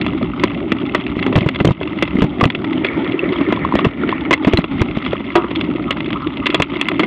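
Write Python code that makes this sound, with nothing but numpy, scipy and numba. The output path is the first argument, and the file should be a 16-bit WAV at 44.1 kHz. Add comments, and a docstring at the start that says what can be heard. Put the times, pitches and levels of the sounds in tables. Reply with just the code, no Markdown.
"""Tyre rumble and gritty rattle: a mountain bike on a dirt trail, heard through the mount and closed plastic
case of a camera. Pebbles crumble under the tread; the chain runs, or the bike coasts with a whirr. Roots thump
the mount and shake the chain, the case clacks, a stone clanks the frame once. Hard blows overload the
microphone and the gain ducks; now and then the rolling sound dips briefly."""
import sys
import numpy as np
from scipy import signal
from scipy.fft import rfft, irfft
from scipy.io import wavfile
from numba import njit

SR = 44100
rng = np.random.default_rng(int(sys.argv[2]) if len(sys.argv) > 2 else 0)


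def generate_wav(sig):
    """Save sig (samples, or channels by samples) to the path in sys.argv[1] as 16-bit PCM at SR."""
    pcm = np.round(np.clip(np.atleast_2d(sig).T, -1, 1) * 32767).astype(np.int16)
    wavfile.write(sys.argv[1], SR, pcm)


N = 311346
T = np.arange(N) / SR


def undb(db):
    """Decibels to gain."""
    return 10 ** (np.asarray(db) / 20)


def unit(x):
    """Scale to rms 1."""
    return x / np.sqrt(np.mean(x ** 2))


def add(track, start_s, sound):
    """Mix a sound in at start_s."""
    i = max(int(start_s * SR), 0)
    track[i:i + len(sound)] += sound[:N - i]


def walk(rate_hz):
    """Random line through rate_hz points a second, each of spread 1.9."""
    return 1.9 * np.interp(T * rate_hz, np.arange(N // 100), rng.standard_normal(N // 100))


def curve(table):
    """Line through (time_s, value) rows."""
    return np.interp(T, *np.transpose(table))


def swell(peak_s, half_s):
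    """Bell of height 1."""
    return np.exp(-((T - peak_s) / half_s) ** 2)


def spells(table, attack_s, release_s):
    """Gain that rises before each (start_s, end_s, level_db) row, holds, then dies away."""
    return sum(undb(db) * np.exp(-np.maximum(start - T, 0) / attack_s - np.maximum(T - end, 0) / release_s)
               for start, end, db in table)


def fade(t60_s):
    """Exponential decay, half a second long."""
    return np.exp(-np.log(1000) * T[:SR // 2] / t60_s)


def ring(hz, t60_s):
    """One struck mode."""
    return fade(t60_s) * np.sin(2 * np.pi * hz * T[:SR // 2])


def butter(x, hz, kind, order=2):
    """Low- or high-pass."""
    return signal.sosfilt(signal.butter(order, hz, kind, fs=SR, output="sos"), x)


def colour(x, points, tilt_db_oct=0, size=2048):
    """Minimum-phase filter through (freq_hz, gain_db) points, tilted about 1 kHz."""
    hz, db = np.transpose(points)
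    octave = np.log2(np.maximum(np.arange(size // 2 + 1) * SR / size, 1) / 1000)
    db = np.interp(octave, np.log2(hz / 1000), db) + tilt_db_oct * np.clip(octave, -2, 2)
    cepstrum = irfft(np.log(undb(db)))
    cepstrum[1:size // 2] *= 2
    cepstrum[size // 2 + 1:] = 0
    return signal.fftconvolve(x, irfft(np.exp(rfft(cepstrum))))[:len(x)]


def resonate(x, modes):
    """Sum of (freq_hz, width_hz, gain_db) resonances."""
    return sum(undb(db) * signal.lfilter(*signal.iirpeak(hz, hz / width, fs=SR), x)
               for hz, width, db in modes)


def noise(spectrum):
    """Coloured noise of rms 1."""
    return unit(colour(rng.standard_normal(N), spectrum))


def narrow(hz, width_hz):
    """Noise band of rms 1 whose centre may move."""
    baseband = butter(rng.standard_normal(N) + 1j * rng.standard_normal(N), width_hz / 2, "low", order=3)
    carrier = np.exp(2j * np.pi * np.cumsum(hz * np.ones(N)) / SR)
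    return unit(np.real(baseband * carrier))


# Fast coasting: start_s, end_s, level_db
COASTS = [(2.87, 3.75, -31), (4.0, 4.25, -32)]
# Whirr spectrum: freq_hz, gain_db
WHIRR_SPECTRUM = [(300, -33), (420, 9.5), (560, 4), (800, -5), (1050, -4), (1350, 4), (1550, -8),
                  (1850, 5.5), (2280, 5), (2600, -11), (3500, -21), (4500, -55), (12000, -100)]

def whirr():
    """Tread and freewheel blend in a fluttering whirr while the bike coasts."""
    return noise(WHIRR_SPECTRUM) * spells(COASTS, attack_s=0.078, release_s=0.12) * undb(2.1 * walk(45))


# Tread scuffs on the slow climb: peak_s, level_db, half_length_s
SCUFFS = [(5.44, -34.5, 0.018), (5.901, -30, 0.039), (6.163, -23.5, 0.013), (6.245, -31, 0.044),
          (6.434, -26.5, 0.015)]

def scuffs():
    """Loose soil rasps under the driven wheel."""
    envelope = sum(undb(db) * swell(s, half_s) for s, db, half_s in SCUFFS)
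    return narrow(hz=1180, width_hz=310) * envelope * undb(1.3 * walk(70))


# Pedalling: start_s, end_s, relative_level_db
PEDALLING = [(0, 1.27, -6.5), (1.85, 2.2, -8), (4.85, 6.05, -10), (6.4, 7.06, -5.5)]

def chain(grit_db, links_per_s=37):
    """Each link drops on to the chainring with a small ping; the level follows the grit."""
    links_passed = np.cumsum(links_per_s * (1 + 0.16 * walk(30))) / SR
    drops = np.diff(np.floor(links_passed), prepend=0) * undb(3 * walk(40))
    pings = resonate(drops, [(2080, 75, -4.5), (2660, 220, -5)])
    pings = butter(resonate(pings, [(2250, 1600, 0)]), 3200, "low", order=4)
    return unit(pings) * undb(grit_db) * spells(PEDALLING, attack_s=0.12, release_s=0.08)


# Grit under the tread: time_s, level_db
GRIT_LEVEL = [(0.0, -35), (0.29, -36), (1.53, -34), (1.65, -38.5), (1.89, -36), (2.08, -32), (2.67, -36.5),
              (3.03, -33.5), (4.4, -35), (4.54, -27), (4.7, -32.5), (6.37, -37.5), (6.57, -33), (7.06, -34)]
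# Grit through the case: freq_hz, gain_db
GRIT_SPECTRUM = [(350, -19), (550, 2.5), (780, -8), (1000, 4.5), (1300, 8), (1600, -7.5), (2120, 7),
                 (2430, -1.5), (2750, 0), (3450, -1.5), (4200, -21), (5200, -33), (8000, -53.5),
                 (15000, -95.5)]

def grit(grit_db, pebbles_per_s=110, spread_db=2.5, t60_s=0.017, bands=9):
    """Pebbles crumble under the tread, each strong in a few bands of its own, over fine dust."""
    onsets = rng.integers(0, N, int(pebbles_per_s * N / SR))
    sizes = undb(spread_db * np.minimum(rng.exponential(size=len(onsets)), 3))
    crumble = fade(t60_s) - fade(t60_s / 5)
    centres_hz, width_hz = np.linspace(700, 5500, bands, retstep=True)
    pebbles = np.zeros(N)
    for hz in centres_hz:
        power = np.bincount(onsets, (sizes * rng.standard_normal(len(onsets))) ** 2, N)
        envelope = np.sqrt(np.abs(signal.oaconvolve(power, crumble ** 2)[:N]))
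        pebbles += envelope * narrow(hz, width_hz)
    dust = undb(2 + 0.62 * walk(55)) * rng.standard_normal(N)
    return unit(colour(unit(pebbles) + dust, GRIT_SPECTRUM)) * undb(grit_db + 1.5)


# Tyre knob base pitch: time_s, pitch_hz
KNOB_PITCH = [(0.0, 285.4), (1.55, 302), (1.65, 259.9), (1.79, 308.7), (2.44, 274), (3.26, 334),
              (3.68, 294), (4.68, 303), (4.89, 271.3), (5.46, 335), (5.66, 291.9), (7.06, 308.4)]
# Tyre rumble: time_s, level_db
RUMBLE_LEVEL = [(0.0, -22), (0.18, -23.5), (0.71, -22), (1.34, -23), (1.51, -22), (1.65, -28), (1.89, -23),
                (2.01, -23), (2.91, -21.5), (4.05, -24.5), (4.4, -22.5), (4.8, -21.5), (4.93, -24.5),
                (5.37, -26.5), (5.6, -23.5), (6.21, -26.5), (6.7, -26), (7.06, -21.5)]
# Rumble spectrum: freq_hz, gain_db
RUMBLE_SPECTRUM = [(65, -51.5), (110, -6.5), (141, -13.5), (178, -5), (217, -5), (284, -0.5), (387, -6),
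                   (465, -25), (580, -16.5), (803, -24), (900, -62), (1170, -51), (1980, -120)]
# Rough ground shaking the mount: time_s, level_db
SHAKE_LEVEL = [(0.0, -35.5), (0.23, -33), (0.63, -37), (1.22, -36), (1.53, -36.5), (1.69, -39), (2.22, -34),
               (3.13, -43), (3.68, -34), (4.05, -41), (4.68, -32), (5.35, -38), (5.72, -35), (7.06, -39.5)]
# Shake spectrum: freq_hz, gain_db
SHAKE_SPECTRUM = [(20, -27.5), (40, -11.5), (65, 1), (110, -3.5), (170, 1.5), (260, -6.5), (500, -75.5),
                  (2000, -115)]

def tyres(knob_hz):
    """Rough ground booms in the mount; the knobs add a drone that wanders with speed and lean."""
    boom = noise(RUMBLE_SPECTRUM) * undb(-0.5 + 2.37 * walk(30))
    drone = unit(np.tanh(narrow(0.97 * knob_hz, width_hz=74.2))) * undb(-2.5 + 2.01 * walk(24))
    shake = noise(SHAKE_SPECTRUM) * undb(7 + 1.8 * walk(22))
    return undb(curve(RUMBLE_LEVEL)) * (boom + drone) + undb(curve(SHAKE_LEVEL)) * shake


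# Dips in the rolling sound: deepest_s, gain_db, half_length_s
DIPS = [(1.15, -5, 0.028), (1.75, -6.5, 0.079), (2.522, -5, 0.038), (3.932, -6.5, 0.038),
        (4.372, -6.5, 0.044), (4.67, -8, 0.038), (5.27, -3.5, .07), (5.479, -5, .025),
        (6.324, -0.5, 0.029), (6.668, -8, 0.022)]

def dips():
    """The rolling sound dips briefly at set times."""
    return undb(sum(db * swell(s, half_s) for s, db, half_s in DIPS))


# Ground ripples, single or in runs: first_crest_s, last_crest_s, level_db
RIPPLES = [(.153, .153, -10), (2.719, 2.756, -11), (2.983, 3.04, -8.5), (3.146, 3.415, -6),
           (3.49, 3.48, -5.5), (5.384, 5.384, -3.5), (5.693, 5.759, -11), (6.083, 6.083, -11),
           (6.272, 6.272, -7.5), (6.5, 6.543, -8.5), (6.764, 6.764, -11)]

def thrums(knob_hz, half_s=0.0054, max_gap_s=0.1, pitch_ratio=1.1):
    """Each crest presses the tyre, whose rough note swells and dies within a few cycles."""
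    out = np.zeros(N)
    t = np.arange(-SR // 20, SR // 20) / SR
    rasp = narrow(hz=386, width_hz=420)
    for first, last, db in RIPPLES:
        crests = 1 + int(np.ceil(round(abs(last - first), 2) / max_gap_s))
        for s in np.linspace(first, last, crests):
            hz = pitch_ratio * knob_hz[int(s * SR)]
            note = np.exp(-(t / half_s) ** 2) * np.cos(2 * np.pi * (hz * t + rng.random()))
            rub = np.exp(-(t / (2 * half_s)) ** 2) * rasp[rng.integers(0, N - len(t)):][:len(t)]
            add(out, s + t[0], undb(db - 1.5) * (note + undb(-16.5) * rub))
    return out


# Case resonances: freq_hz, width_hz, gain_db
CASE_MODES = [(991, 45, 13), (1330, 430, -20.5), (2048, 130, 9), (2713, 220, 11.5), (3364, 150, 15)]
# Chatter spectrum: freq_hz, gain_db
CHATTER_SPECTRUM = [(60, -34), (200, 6.5), (330, 10.5), (480, 3), (650, 2.5), (820, -8), (1150, -0.5),
                    (1600, -7.5), (2100, -4), (3400, -14.5), (4300, -25.5), (5500, -43.5), (8000, -71),
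                    (15000, -49.5)]

def chatter(t60_s, tilt_db_oct, ring_db, rise_s=0.00049):
    """Parts chatter against the case, settle abruptly and leave its modes ringing."""
    t = T[:SR // 2]
    envelope = np.exp(-np.log(1000) * (t / t60_s) ** 1.104) * (1 - np.exp(-t / rise_s))
    burst = colour(rng.choice([-1., 1.], len(t)) * envelope, CHATTER_SPECTRUM, tilt_db_oct)
    ringing = undb(ring_db) * resonate(burst, CASE_MODES)
    return unit(burst + ringing) * np.sqrt(np.mean(envelope ** 2))


def stones(mean_db=-19, spread_db=4.5, count=46):
    """Small stones flick against the bike all along the trail."""
    out = np.zeros(N)
    for k, (place, size, bright) in enumerate(rng.uniform(-1, 1, (count, 3))):
        start_s = (k + (1 + place) / 2) * T[-1] / count
        flick = chatter(t60_s=0.017, tilt_db_oct=5.5 + 1.5 * bright, ring_db=-5)
        add(out, start_s, undb(mean_db + spread_db * size) * flick)
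    return butter(out, 6900, "low")


# Louder ticks: start_s, level_db, tilt_db_oct
TICKS = [(0.013, -13, 13), (.064, -9.5, 1.5), (.396, -17.5, 7), (.212, -8.5, -7), (1.191, -15, 4.5),
         (1.226, -9.5, 5.5), (1.326, -7.5, -2), (1.407, -10, 8.5), (1.558, -12, 4), (1.812, -8, -2.5),
         (1.83, -16, 4.5), (2.501, -8, 4.5), (2.549, -9.5, 5), (3.411, -4, -2.5), (3.738, -1, -6),
         (3.788, -6, 0.5), (4.035, -8, -8), (4.09, -6, 1), (4.641, -5.5, -1), (5.062, -8.5, 1),
         (5.131, -4, -2.5), (5.204, -11.5, -3.5), (5.442, -8.5, -5.5), (5.512, -11, 0), (5.558, -12.5, 11),
         (5.61, -9.5, 6), (5.969, -12, 0.5), (6.004, -13, 2.5), (1.065, -14, 4), (1.987, -17, 4),
         (2.076, -15.5, 2), (2.643, -14, 2.5), (6.104, -15.5, 3), (6.458, -6.5, 5), (6.502, -11, 10),
         (6.915, -7.5, -0.5)]

def ticks():
    """Stones and chain tick on the bike, muffled by the case walls."""
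    out = np.zeros(N)
    for s, db, tilt_db_oct in TICKS:
        add(out, s, undb(db) * chatter(t60_s=0.023, tilt_db_oct=tilt_db_oct, ring_db=-9))
    return butter(out, 6400, "low")


# Loose parts knocking: start_s, level_db, pitch_hz
TOCKS = [(1.6747, -6, 3130), (2.413, 3, 1140), (2.886, -7.5, 2220), (3.192, -4, 2680), (3.573, -9, 1024),
         (3.649, -0.5, 1084), (3.723, -2.5, 1005), (3.792, -3.5, 1117), (4.035, -7, 1370),
         (4.126, -1.5, 1047), (4.338, 3, 2094), (4.573, -4.5, 4030), (5.908, -6, 2930), (7.033, -5.5, 2128)]

def tocks(t60_s=0.02):
    """Loose parts knock and ring briefly at one pitch, muffled by the case walls."""
    out = np.zeros(N)
    for s, db, hz in TOCKS:
        note = ring(hz, t60_s) - ring(hz, t60_s / 4)
        click = undb(-23.5) * chatter(t60_s, tilt_db_oct=7, ring_db=-5.5)
        add(out, s, undb(db + 2) * (note + click))
    return butter(out, 6400, "low")


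# Hard clacks of the case: start_s, level_db, t60_s, tilt_db_oct
CLACKS = [(0.4357, 1.5, 0.031, -1), (0.7187, 0.5, 0.025, 0), (0.947, -4, .045, 1), (1.2634, -4, .032, -2),
          (1.3546, -4.5, 0.055, 0), (1.3854, -7, 0.015, 6), (1.488, -3.5, 0.022, 2.5),
          (1.6012, -4.5, 0.034, -1), (1.647, 6.5, .025, -5), (1.652, -1, 0.015, 5),
          (2.0238, -.5, 0.037, 1.5), (2.2194, 3, 0.031, -2.5), (2.409, -1.5, 0.025, -0.5),
          (2.4379, 2, 0.03, -1), (2.454, 0.5, 0.0083, 3), (2.846, -6, 0.039, 3), (3.524, -1.5, .027, -2),
          (3.754, 4.5, 0.01, -3), (3.845, -3, 0.062, -2), (4.3081, -1, .053, 0), (4.328, -3, 0.054, 2.5),
          (4.4469, -6.5, .025, 1), (4.4723, -8, .075, -3.5), (4.534, 6, 0.015, -0.5),
          (4.572, -2, 0.015, 10), (4.8162, -2, 0.025, 1.5), (5.3537, -4.5, 0.085, 1.5),
          (5.9067, -8, 0.037, 4), (6.129, -4.5, 0.013, 1.5), (6.466, -4, 0.029, 8), (6.5441, -2, .042, 3.5),
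          (6.599, -1.5, 0.026, 0), (6.621, -3, 0.029, 6.5), (6.8125, -1.5, .017, 8), (6.885, -4, .023, 8.5),
          (6.994, -3.5, 0.059, 1), (7.032, -8.5, 0.056, 0.5)]

def clacks():
    """The case knocks on its mount and leaves the mount ringing."""
    out = np.zeros(N)
    mount = undb(-17.5) * ring(hz=360, t60_s=0.06)
    for s, db, t60_s, tilt_db_oct in CLACKS:
        add(out, s, undb(db) * (chatter(t60_s, tilt_db_oct, ring_db=-10.5) + mount))
    return butter(out, 7500, "low", order=1)


# Frame modes: freq_hz, level_db, t60_s
FRAME_MODES = [(344.4, -5, 0.18), (624, -13, 0.14), (725, -7, 0.13), (963, -2, 0.1), (1253, -14.5, 0.11)]

def frame_clank(start_s=5.355):
    """One stone strikes the frame, which rings and buzzes."""
    out = np.zeros(N)
    clank = sum(undb(db + 2 * walk(180)[:SR // 2]) * ring(hz, t60_s) for hz, db, t60_s in FRAME_MODES)
    buzz = narrow(hz=1160, width_hz=430)[:SR // 2] * fade(t60_s=0.35)
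    add(out, start_s, clank + undb(-16.5) * buzz)
    return out


# Roots and ruts hitting: start_s, level_db, pitch_hz
THUMPS = [(1.168, -5, 234), (1.36, 7, 150), (1.378, 14.5, 124), (1.417, -1, 200), (1.462, 7.5, 150),
          (1.61, 1, 190), (1.65, 4.5, 147), (1.67, 6.5, 162), (1.686, 5, 155), (1.707, 7.5, 130),
          (2.154, -4.5, 262), (2.186, -3, 268), (2.221, 7.5, 205), (2.241, 10, 153), (2.429, 6.5, 134),
          (2.456, 8, 137), (3.751, -5.5, 199), (3.866, -0.5, 133), (4.471, 7, 192), (4.48, 8, 302),
          (4.539, 9.5, 100), (4.587, 13, 180), (4.813, 6.5, 110), (4.971, -4.5, 221), (6.6, -4.5, 173)]

def thumps():
    """Each root or rut gives the mount a heavily damped swing with a dull scrape."""
    out = np.zeros(N)
    for s, db, hz in THUMPS:
        swing = 1.29 * ring(hz, t60_s=0.033)
        scrape = undb(-6) * chatter(t60_s=0.024, tilt_db_oct=-5, ring_db=-15.5)
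        add(out, s, undb(db) * (swing + scrape))
    return out


# Slack chain spectrum: freq_hz, gain_db
JANGLE_SPECTRUM = [(500, -25), (1100, 1), (1600, -9.5), (2100, 4), (2800, 7), (3600, -0.5), (4600, -15),
                   (6500, -29.5), (15000, -50)]

def jangle():
    """Each thump throws the slack chain about; the harder the thump, the louder the links clatter."""
    power = np.zeros(N)
    shake = fade(t60_s=0.059) - fade(t60_s=0.025)
    for s, db, _ in THUMPS:
        add(power, s, (undb(0.45 * db) * shake) ** 2)
    return undb(-26 + 3.5 * walk(260)) * np.sqrt(power) * noise(JANGLE_SPECTRUM)


def scene():
    """Everything that reaches the microphone through case and mount."""
    knob_hz = curve(KNOB_PITCH)
    grit_db = curve(GRIT_LEVEL) + 0.8 + 0.69 * walk(14)
    rolling = dips() * (tyres(knob_hz) + grit(grit_db) + whirr() + stones())
    riding = rolling + thrums(knob_hz) + scuffs() + chain(grit_db)
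    blows = clacks() + ticks() + tocks() + thumps() + frame_clank() + jangle()
    return (riding + blows)[None]


@njit
def follow(x, attack_s, release_s):
    """Envelope with separate rise and fall times."""
    out, level = np.empty(len(x)), 0.
    for i in range(len(x)):
        level += (x[i] - level) / (SR * (attack_s if x[i] > level else release_s))
        out[i] = level
    return out


def saturate(x, ceiling, knee):
    """Linear up to near the ceiling, then flat; a higher knee is a harder corner."""
    return x / (1 + np.abs(x / ceiling) ** knee) ** (1 / knee)


def record(dry, threshold=0.35, dull_hz=11000, top_hz=16000):
    """The microphone overloads, its flat tops sag through a low cut, the gain ducks, peaks round off."""
    envelope = follow(np.abs(dry[0]), attack_s=0.016, release_s=0.093)
    duck = np.minimum(1, threshold / (envelope + 1e-9)) ** 0.51
    overloaded = butter(saturate(dry[0], ceiling=0.99, knee=16), 56, "high", order=1)
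    rounded = saturate(overloaded * duck, ceiling=0.72, knee=8)
    dulled = butter(rounded, dull_hz, "low", order=1)
    return signal.sosfilt(signal.ellip(8, 0.2, 70, top_hz, fs=SR, output="sos"), dulled)[None]


dry = scene()
out = record(dry)
generate_wav(out)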